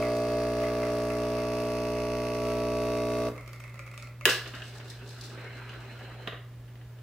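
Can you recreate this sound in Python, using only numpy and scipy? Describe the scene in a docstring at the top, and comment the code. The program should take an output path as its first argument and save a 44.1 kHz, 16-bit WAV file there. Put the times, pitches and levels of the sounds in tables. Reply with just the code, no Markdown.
"""Espresso machine and drawer

A vibratory pump, driven at the mains frequency, buzzes, rattles its casing and stops. Steam bubbles
collapse in the hot pipework, exciting its modes as pops and ticks over a steady hum. With a sharp clack
a drawer comes off its catch, rolls along its runners and knocks against the stop.
The pops and the drawer reverberate in a small kitchen."""
import sys
import numpy as np
from scipy import signal
from scipy.fft import rfft, irfft, next_fast_len
from scipy.io import wavfile
from scipy.ndimage import uniform_filter1d, map_coordinates

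SR = 44100
rng = np.random.default_rng(int(sys.argv[2]) if len(sys.argv) > 2 else 0)


def file_out(sig):
    """Save sig as 16-bit WAV at sys.argv[1]."""
    # one column per channel
    cols = np.atleast_2d(sig).T
    # limit, then scale
    lim = np.clip(cols, -1, 1)
    pcm = np.round(lim * 32767).astype(np.int16)
    wavfile.write(sys.argv[1], SR, pcm)


N = 309582
TIME = np.arange(N) / SR
MAINS_HZ, PUMP_STOP_S = 59.99, 3.283
MID_ONLY = [[1], [0]]  # signals have two rows: mid and side


def amp(db):
    """Amplitude ratio of a level in decibels."""
    return 10 ** (np.asarray(db) / 20)


def unit(x):
    """Normalisation to rms 1."""
    return x / np.sqrt(np.mean(x ** 2) + 1e-20)


def along(points, hz):
    """Interpolation of (frequency, value) points on a logarithmic frequency axis."""
    frequencies, values = np.transpose(points)
    return np.interp(np.log(hz + 1), np.log(frequencies + 1), values)


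def noise():
    """Uncorrelated white noise in mid and side."""
    return rng.standard_normal((2, N))


def wobble(rate_hz):
    """Smooth random modulation: a spline through Gaussian values drawn at rate_hz."""
    knots = rng.standard_normal(int(N * rate_hz / SR) + 4)
    return map_coordinates(knots, [TIME * rate_hz])


def filtered(x, response):
    """Linear filtering: the spectrum is multiplied by a frequency response."""
    size = next_fast_len(N + 8192)
    return irfft(rfft(x, size) * response(np.fft.rfftfreq(size, 1 / SR)), size)[..., :N]


def coloured(x, spectrum):
    """Spectral shaping, normalised to rms 1."""
    return unit(filtered(x, lambda hz: amp(along(spectrum, hz))))


def through_body(x, spectrum, size=4096):
    """Convolution with a body's minimum-phase impulse response, of unit energy."""
    level_db = along(spectrum, np.fft.rfftfreq(size, 1 / SR))
    cepstrum = irfft(level_db * np.log(10) / 20)
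    cepstrum[1:size // 2] *= 2  # folding the cepstrum makes the response causal
    cepstrum[size // 2 + 1:] = 0
    ring = irfft(np.exp(rfft(cepstrum)))
    return signal.fftconvolve(x, ring[None] / np.linalg.norm(ring), axes=1)[:, :N]


def add(track, start_s, sound):
    """Superposition of a sound on a track."""
    part = track[:, max(round(start_s * SR), 0):][:, :sound.shape[1]]
    part += sound[:, :part.shape[1]]


def burst(t60_s):
    """Exponential decay of noise: a dying chatter of micro-contacts."""
    t = np.arange(SR // 3) / SR
    return rng.standard_normal((2, len(t))) * amp(-60 * t / t60_s)


def contact(t60_s, impulse_share):
    """Impact excitation: energy is divided between one impulse and the chatter after it."""
    chatter = burst(t60_s)
    sound = np.sqrt(1 - impulse_share) * chatter
    sound[0, 0] += np.sqrt(impulse_share) * np.linalg.norm(chatter[0])
    return sound


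# Tones of the electrical hum: pitch_hz, rms_level_db
HUM_TONES = [(58.6, -62.5), (119.99, -45), (382, -71.5), (613.7, -73.5), (1712, -76), (7607, -89),
             (10150, -86)]
# Spectrum of the still air: frequency_hz, relative_level_db
AIR_SPECTRUM = [(20, -17), (55, 5.5), (100, -1), (200, -3.5), (380, -6.5), (800, -14), (1700, -16.5),
                (3500, -23.5), (8000, -32.5), (15000, -35)]
def background():
    """Stationary noise floor: mains hum, a narrow-band electronic whistle and broadband air."""
    tones = sum(np.sqrt(2) * amp(db) * np.sin(2 * np.pi * hz * TIME) for hz, db in HUM_TONES)
    whistle = unit(filtered(noise(), lambda hz: 1 / (1 + ((hz - 15200) / 110) ** 2)))
    hum = tones * amp(0.15 * wobble(4)) * MID_ONLY
    return hum + amp(-77) * whistle + amp(-55.5) * coloured(noise(), AIR_SPECTRUM)


# Reverberation time of the kitchen: frequency_hz, t60_s
KITCHEN_DECAY = [(150, 0.1), (600, 0.45), (3000, 0.4), (4500, 0.42), (7000, 0.25), (14000, 0.35)]
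def kitchen(x):
    """Diffuse reverberation: each frequency decays exponentially at its own rate."""
    hz, t, bands = signal.stft(rng.standard_normal((2, SR * 2 // 3)), SR, nperseg=256)
    decay = amp(-60 * t / along(KITCHEN_DECAY, hz)[:, None])
    tail = signal.istft(bands * decay, SR, nperseg=256)[1]
    tail = np.pad(tail, ((0, 0), (SR // 200, 0)))  # 5 ms pre-delay
    return signal.fftconvolve(x, tail / np.linalg.norm(tail[0]), axes=1)[:, :N]


# Modes of the pipework: pitch_hz, relative_level_db, t60_s
PIPE_MODES = [(582, -4.5, 0.11), (1190, 5.5, 0.024), (1347, -7, 0.097), (1840, -7, 0.059),
              (2030, -5.5, 0.21), (2152, -4.5, 0.13), (2343, 5.5, 0.021), (2603, -0.5, 0.031)]
def pop(level_db, snap_db, snap_hz):
    """Bubble collapse: a dry snap excites pipe modes, which flutter as echoes run along the pipe."""
    t = np.arange(SR // 6) / SR
    hz, mode_db, t60_s = np.transpose(PIPE_MODES)[:, :, None]
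    echo_phasors = rng.standard_normal((2, len(PIPE_MODES), 20, 2)) @ [1, 1j]
    flutter = signal.resample(echo_phasors, len(t), axis=2)
    modes = np.real(flutter * np.exp(2j * np.pi * hz * t))
    ring = np.sum(amp(mode_db - 60 * t / t60_s) * modes, axis=1)
    attack = 1 - np.exp(-t / 0.0005)
    collapse = contact(t60_s=0.017, impulse_share=1 / 5)[:, :len(t)]
    snap = signal.lfilter(*signal.iirpeak(min(snap_hz, SR / 3), Q=0.9, fs=SR), collapse)
    return amp(level_db) * (amp(-15) * ring * attack + amp(snap_db + 5) * snap)


# Distinct bubble collapses: start_s, relative_level_db, snap_emphasis_db
STEAM_POPS = [(0.0243, -24, -19), (0.167, -43, 3), (0.637, -25.5, -19), (0.831, -26, -24),
              (1.1026, -29, -16), (1.3818, -30.5, -20), (1.9644, -32, -21), (2.3478, -35, -7),
              (2.9742, -36, -7), (3.3787, -31.5, -18.5), (3.477, -37.5, -8), (3.5319, -37, -9),
              (3.6026, -37, -10), (3.6388, -32.5, -17), (3.7773, -41, -20), (3.7924, -32, -13),
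              (3.8762, -36.5, -17), (3.9384, -39.5, -15.5), (3.977, -33.5, -5.5), (4.0248, -37.5, -6),
              (4.2108, -30.5, -18)]
def pipework(simmer_s=0.8, simmer_count=22):
    """Transients of collapsing steam: distinct pops, and a faint simmer after the pump stops."""
    out = np.zeros((2, N))
    for start_s, level_db, snap_db in STEAM_POPS:
        snap_hz = 3900 * np.exp(0.11 * rng.standard_normal())
        add(out, start_s, pop(level_db, snap_db, snap_hz))
    for k, (jitter, faintness, pitch) in enumerate(rng.random((simmer_count, 3))):
        start_s = PUMP_STOP_S + simmer_s * (k + jitter) / simmer_count
        add(out, start_s, pop(level_db=-38.5 - 4 * faintness, snap_db=-13.5, snap_hz=3000 + 2500 * pitch))
    return out


def wheel_grain(depth_db, size=512):
    """Uneven excitation by the wheels: noise swells briefly, now at one pitch, now at another."""
    bands = signal.stft(noise(), nperseg=size)[2]
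    swells = uniform_filter1d(rng.standard_normal(bands.shape[1:]), size=6, axis=0)  # across frequency
    swells = uniform_filter1d(swells, size=5, axis=1)  # across time
    return signal.istft(bands * amp(depth_db * unit(swells)), nperseg=size)[1][:, :N]


# Spectra of the runners under rolling and under friction: frequency_hz, relative_level_db
ROLLING_SPECTRUM = [(100, -34), (170, -18), (243, 0.5), (278, -10), (380, 1), (469, -6.5), (595, -5.5),
                    (1030, -11.5), (1590, -7), (1850, -11), (2980, -12), (3670, -27), (4130, -11.5),
                    (4450, -36), (6000, -53), (7800, -62), (13200, -120)]
FRICTION_SPECTRUM = [(2060, -50), (3500, 1), (5440, -2.5), (7140, -9.5), (7900, -6), (8620, -12),
                     (15800, -22)]
def runners(start_s=4.36, end_s=6.29, edge_s=0.013, pull_s=5.11, pull_rise_s=0.34):
    """Rolling and friction noise: both fade as the drawer coasts; a second pull lifts the rumble."""
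    age = TIME - start_s
    moving = np.clip(age / edge_s, 0, 1) * np.clip((end_s - TIME) / edge_s, 0, 1)
    pulled = np.clip((TIME - pull_s) / pull_rise_s, 0, 1)
    rumble_db = -52.5 + 8.5 * pulled - 4 * age - 0.1 * wobble(13)
    hiss_db = -57.5 - 7.5 * age + 3.5 * wobble(22)
    rumble = coloured(wheel_grain(depth_db=3.2) * amp(1.56 * wobble(120)), ROLLING_SPECTRUM)
    hiss = coloured(noise() * amp(3.1 * wobble(200)), FRICTION_SPECTRUM)
    return moving * (amp(rumble_db) * rumble + amp(hiss_db) * hiss)


# Light scrapes of metal: start_s, level_db, t60_s
METAL_SCRAPES = [(4.295, -28, 0.13), (4.326, -39, 0.27), (4.475, -47, 0.068), (4.635, -57, .06),
                 (4.55, -52, 0.1), (4.73, -64, 0.21), (4.8998, -44, 0.065), (5.211, -42.5, 0.046),
                 (5.237, -49, 0.26)]
def scrapes():
    """Sliding friction: short noise bursts filtered by the runners."""
    friction = np.zeros((2, N))
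    for start_s, level_db, t60_s in METAL_SCRAPES:
        add(friction, start_s, amp(level_db) * burst(t60_s))
    return through_body(friction, FRICTION_SPECTRUM)


def thud(start_s=4.264, pitch_hz=391, level_db=-13, t60_s=0.061):
    """Damped oscillation: the drawer's front rings, slightly roughly, as it comes free."""
    phase = 2 * np.pi * pitch_hz * TIME + wobble(70) / 2
    envelope = amp(level_db - 60 * TIME / t60_s) * (1 - np.exp(-TIME / 0.0042))
    out = np.zeros((2, N))
    add(out, start_s, envelope * np.sin(phase) * MID_ONLY)
    return out


# Resonances of the hard catch: pitch_hz, bandwidth_hz, relative_level_db
CATCH_MODES = [(1664, 170, -1.5), (2846, 365, -1.5), (4323, 640, -19), (6000, 350, -18.5), (7000, 620, -31),
               (9300, 1800, -26.5), (13900, 6100, -28)]
def catch_response(hz):
    """Modal superposition: the catch responds as a sum of second-order resonators."""
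    return sum(amp(db) * 1j * hz * width / (centre ** 2 - hz ** 2 + 1j * hz * width)
               for centre, width, db in CATCH_MODES)


# Impacts of the drawer: start_s, crack_drive_db, knock_drive_db, t60_s
DRAWER_IMPACTS = [(4.2547, -11, -23.5, 0.028), (4.257, -28, -23.5, 0.056), (4.2765, -47, -19.5, 0.052),
                  (4.2894, -25, -28.5, 0.14), (4.4587, -42, -43, 0.16), (4.5379, -46, -43, 0.36),
                  (4.62, -36.5, -52, 0.044), (4.8, -47, -44.5, 0.07), (5.376, -66, -45, 0.14),
                  (5.6935, -44.5, -56, 0.13), (5.733, -48, -45, 0.08), (6.2743, -31.5, -26, 0.046),
                  (6.323, -51, -42, 0.23), (6.68, -61, -60.5, .1), (6.755, -53, -55, 0.03),
                  (6.8132, -55, -53, 0.029), (6.9868, -57, -59, .04)]
# Response of its dull body: frequency_hz, relative_level_db
BODY_SPECTRUM = [(70, -78), (130, -2), (230, 1), (350, 5), (470, 4.5), (620, 8.5), (820, -9.5), (1130, 2.5),
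                 (1380, 1.5), (1600, -5), (1950, 5), (2750, -23.5), (3800, -3), (5000, -59), (15000, -34)]
def drawer():
    """Impact and resonance: cracks of the catch and knocks of the body, amid scraping and rolling."""
    cracks, knocks = np.zeros((2, 2, N))
    for start_s, crack_db, knock_db, t60_s in DRAWER_IMPACTS:
        cutoff_hz = min(3600 * amp(2 * max(crack_db + 26, 0)), SR / 2.5)  # harder blows are brighter
        crack = signal.lfilter(*signal.butter(2, cutoff_hz, fs=SR), contact(t60_s, impulse_share=1 / 8))
        add(cracks, start_s, amp(crack_db) * crack)
        add(knocks, start_s, amp(knock_db) * contact(t60_s, impulse_share=1 / 6))
    catch = amp(16) * filtered(cracks, catch_response)
    return catch + through_body(knocks, BODY_SPECTRUM) + scrapes() + runners() + thud()


# Air passing the valve: centre_s, half_width_s, flow_change_db, panel_change_db
AIR_SURGES = [(0.294, 0.026, 2.5, -2), (0.542, 0.048, 1, -1.8), (0.634, 0.045, 5, 2), (0.71, 0.037, 0, -2),
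              (2.447, 0.12, 2.5, 0)]
def surges():
    """Load modulation: passing air gives the flow noise and panel drone Gaussian bumps in level."""
    centre_s, half_width_s, flow_db, panel_db = np.transpose(AIR_SURGES)
    bumps = np.exp(-((TIME[:, None] - centre_s) / half_width_s) ** 2)
    return bumps @ flow_db, bumps @ panel_db


# Spectra of the rushing water and of the final shudder: frequency_hz, relative_level_db
FLOW_SPECTRUM = [(120, -12), (250, -3.5), (620, 11), (850, -7), (1200, 2), (1550, -9.5), (2150, -2.5),
                 (3200, -9.5), (8000, -23.5)]
SHUDDER_SPECTRUM = [(100, -11), (260, -6), (620, -3), (850, -18), (1150, -8), (3000, -37.5)]
def water(running, surge_db):
    """Flow noise of water forced through the valve, and a decaying shudder when the piston stops."""
    flow = amp(-46.5 + surge_db + 1.4 * wobble(9)) * running * coloured(noise(), FLOW_SPECTRUM)
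    shudder = np.zeros((2, N))
    add(shudder, PUMP_STOP_S, amp(-41) * burst(t60_s=0.64))
    return flow + through_body(shudder, SHUDDER_SPECTRUM)


def stroke_envelope(strike_s, rise_s, fall_s, floor):
    """Periodic amplitude modulation: a swell follows every piston stroke, at rms 1."""
    age = (TIME - strike_s) % (1 / MAINS_HZ)
    return unit(floor + (1 - np.exp(-age / rise_s)) * np.exp(-age / fall_s))


# Spectrum of the spray: frequency_hz, relative_level_db
SPRAY_SPECTRUM = [(2500, -33), (6000, 6), (9800, 6), (12500, 1), (15200, -7)]
def valve_spray():
    """Pulsating flow: each stroke sends a hissing spurt through the valve."""
    spurts = stroke_envelope(strike_s=0.002, rise_s=0.00081, fall_s=0.0056, floor=0.076)
    return amp(1.5 * wobble(7.6)) * spurts * coloured(noise(), SPRAY_SPECTRUM)


# Spectrum of the rattling casing: frequency_hz, relative_level_db
RATTLE_SPECTRUM = [(850, 0.5), (1450, 3), (1520, -1), (1680, -6), (1850, -3.5), (2100, -7), (2350, -4.5),
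                   (2650, 2.5), (3200, -15), (3850, -6.5), (4150, -8.5), (4450, -1.5), (4950, -8),
                   (5500, -5.5), (5900, -8), (7700, -34.5), (9400, -15.5), (14000, -31)]
def casing_rattle(drift=0.45, looseness=0.38):
    """Quasi-periodic contact: nearly the same chatter recurs each cycle, its pattern slowly drifting."""
    period = round(SR / MAINS_HZ)
    blend_a, blend_b = drift * wobble(1.28), drift * wobble(1.54)
    base, cycle_a, cycle_b = np.tile(rng.standard_normal((3, 2, period)), N // period + 1)[..., :N]
    pattern = (base + blend_a * cycle_a + blend_b * cycle_b) / np.sqrt(1 + blend_a ** 2 + blend_b ** 2)
    chatter = pattern + looseness * noise()
    strokes = stroke_envelope(strike_s=0.001, rise_s=0.001, fall_s=0.0013, floor=0.11)
    return coloured(chatter * strokes * amp(0.67 * wobble(40.4)), RATTLE_SPECTRUM)


# Thin metal parts, before and after the casing shifts on its seat: nominal_pitch_hz, rms_level_db
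RING_BEFORE_SHIFT = [(1437, -62.5), (1680, -59), (2099, -58.5), (2579, -58), (3838, -79.5), (4500, -102),
                     (4920, -61)]
RING_AFTER_SHIFT = [(1319, -60), (1680, -65), (2099, -62.5), (2579, -62), (2880, -77), (3779, -64.5),
                    (4500, -74), (4920, -64), (5879, -71)]
def casing_ring(shifted):
    """Forced vibration: each thin metal part rings at the nearest harmonic of the stroke."""
    out = np.zeros((2, N))
    for tones, weight, waver_db in (RING_BEFORE_SHIFT, 1 - shifted, 0), (RING_AFTER_SHIFT, shifted, 4):
        for nominal_hz, level_db in tones:
            harmonic_hz = round(nominal_hz / MAINS_HZ) * MAINS_HZ
            phase = 2 * np.pi * (harmonic_hz * TIME + rng.random((2, 1)))
            out += weight * np.sqrt(2) * amp(level_db + waver_db * wobble(2.85)) * np.sin(phase)
    return out


# Harmonics of the piston stroke: harmonic_number, relative_level_db
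STROKE_HARMONICS = [(1, -8.5), (2, -8.5), (3, -16.5), (4, -4.5), (5, -4), (6, -11.5), (7, -0.5), (8, -7),
                    (9, -13), (10, 4.5), (11, 4), (12, -15.5), (13, -15.5), (14, -13.5), (15, -29),
                    (16, -11.5), (17, -29.5), (18, -37), (19, -5.5), (20, -14), (21, -24), (22, -42),
                    (23, -57), (24, -30)]
def piston_drone(part_gains, waver_db=0.38, scatter_turns=0.04, side_db=-8):
    """Harmonic series of a periodic force: piston, frame, panel and tray each radiate their own range."""
    number, level_db = np.transpose(STROKE_HARMONICS)
    size = amp(level_db)
    # dispersion: the frame passes higher harmonics later, spreading each stroke over its whole cycle
    lag = np.cumsum(size ** 2) / np.sum(size ** 2)
    scatter = scatter_turns * rng.standard_normal((2, len(number))) * [[1], [10]]  # tenfold in the side
    turns = lag - np.cumsum(lag) + scatter
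    radiator = np.digitize(number, [1.5, 8.5, 13.5])
    out = np.zeros((2, N))
    for part, gain in enumerate(part_gains):
        own = np.flatnonzero((radiator == part) & (number != 2))  # the hum supplies harmonic 2
        for i in own:
            tone = np.sqrt(2) * np.cos(2 * np.pi * (number[i] * MAINS_HZ * TIME + turns[:, i, None]))
            share = size[i] / np.linalg.norm(size[own])
            out += gain * share * amp(waver_db * wobble(7.52)) * tone
    return out * amp([[0], [side_db]])


def part_gain(shifted, start_db, drift_db_per_s, shifted_db, t60_s):
    """Drive and free decay: a level drifts as pressure builds, holds after the shift, then dies away."""
    building_db = start_db + drift_db_per_s * TIME
    running_db = building_db + shifted * (shifted_db - building_db)
    return amp(running_db - 60 * np.maximum(TIME - PUMP_STOP_S, 0) / t60_s)


# Gains of piston, frame, panel, tray, rattle and spray: start_db, drift_db_per_s, shifted_db, t60_s
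PUMP_PARTS = [(-47, -0.5, -46.5, 0.25), (-32.5, -1.02, -33, 0.28), (-29.5, -2.5, -33, 0.071),
              (-45, 0.75, -43, 0.27), (-49.5, 0.37, -49, 0.068), (-59.5, -1, -59, 0.1)]
def pump(shift_s=2.38, shift_takes_s=0.084):
    """Forced vibration at the mains frequency; the timbre changes as the casing shifts on its seat."""
    shifted = np.clip((TIME - shift_s) / shift_takes_s, 0, 1)
    piston, frame, panel, tray, shaking, spraying = [part_gain(shifted, *part) for part in PUMP_PARTS]
    running = frame / frame.max()
    flow_surge_db, panel_surge_db = surges()
    coil_hz = HUM_TONES[1][0]  # twice the mains frequency
    coil = amp(-46.5) * running * np.sin(2 * np.pi * coil_hz * TIME) * MID_ONLY
    rattle = amp(4) * shaking * casing_rattle()
    spray = spraying * valve_spray()
    ring = running * casing_ring(shifted)
    drone = piston_drone([piston, frame, panel * amp(panel_surge_db), tray])
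    return coil + drone + water(running, flow_surge_db) + rattle + spray + ring


# Stereo width: frequency_hz, side_gain_db
STEREO_WIDTH = [(100, -17), (500, -13), (1100, -10), (2200, -7), (4500, -1), (15000, -2)]
# Stereo balance, added on the left and subtracted on the right: frequency_hz, gain_db
LEFT_BIAS = [(250, -0.29), (600, -0.41), (2400, -0.71), (8000, 0.94)]
def scene():
    """Mid-side stereophony: the bass is central, the treble wide, its top a little to the left."""
    pops, slide = pipework(), drawer()
    direct = pump() + pops + slide
    reverberation = kitchen(amp(-2) * pops + amp(-3.5) * slide)
    mid, side = direct + reverberation + background()
    side = filtered(side, lambda hz: amp(along(STEREO_WIDTH, hz)))
    left_right = np.array([mid + side, mid - side])
    return filtered(left_right, lambda hz: amp(along(LEFT_BIAS, hz) * [[1], [-1]]))


def record(dry):
    """Band limiting: an ideal low-pass filter at 15.8 kHz."""
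    return filtered(dry, lambda hz: hz < 15800)


dry = scene()
out = record(dry)
file_out(out)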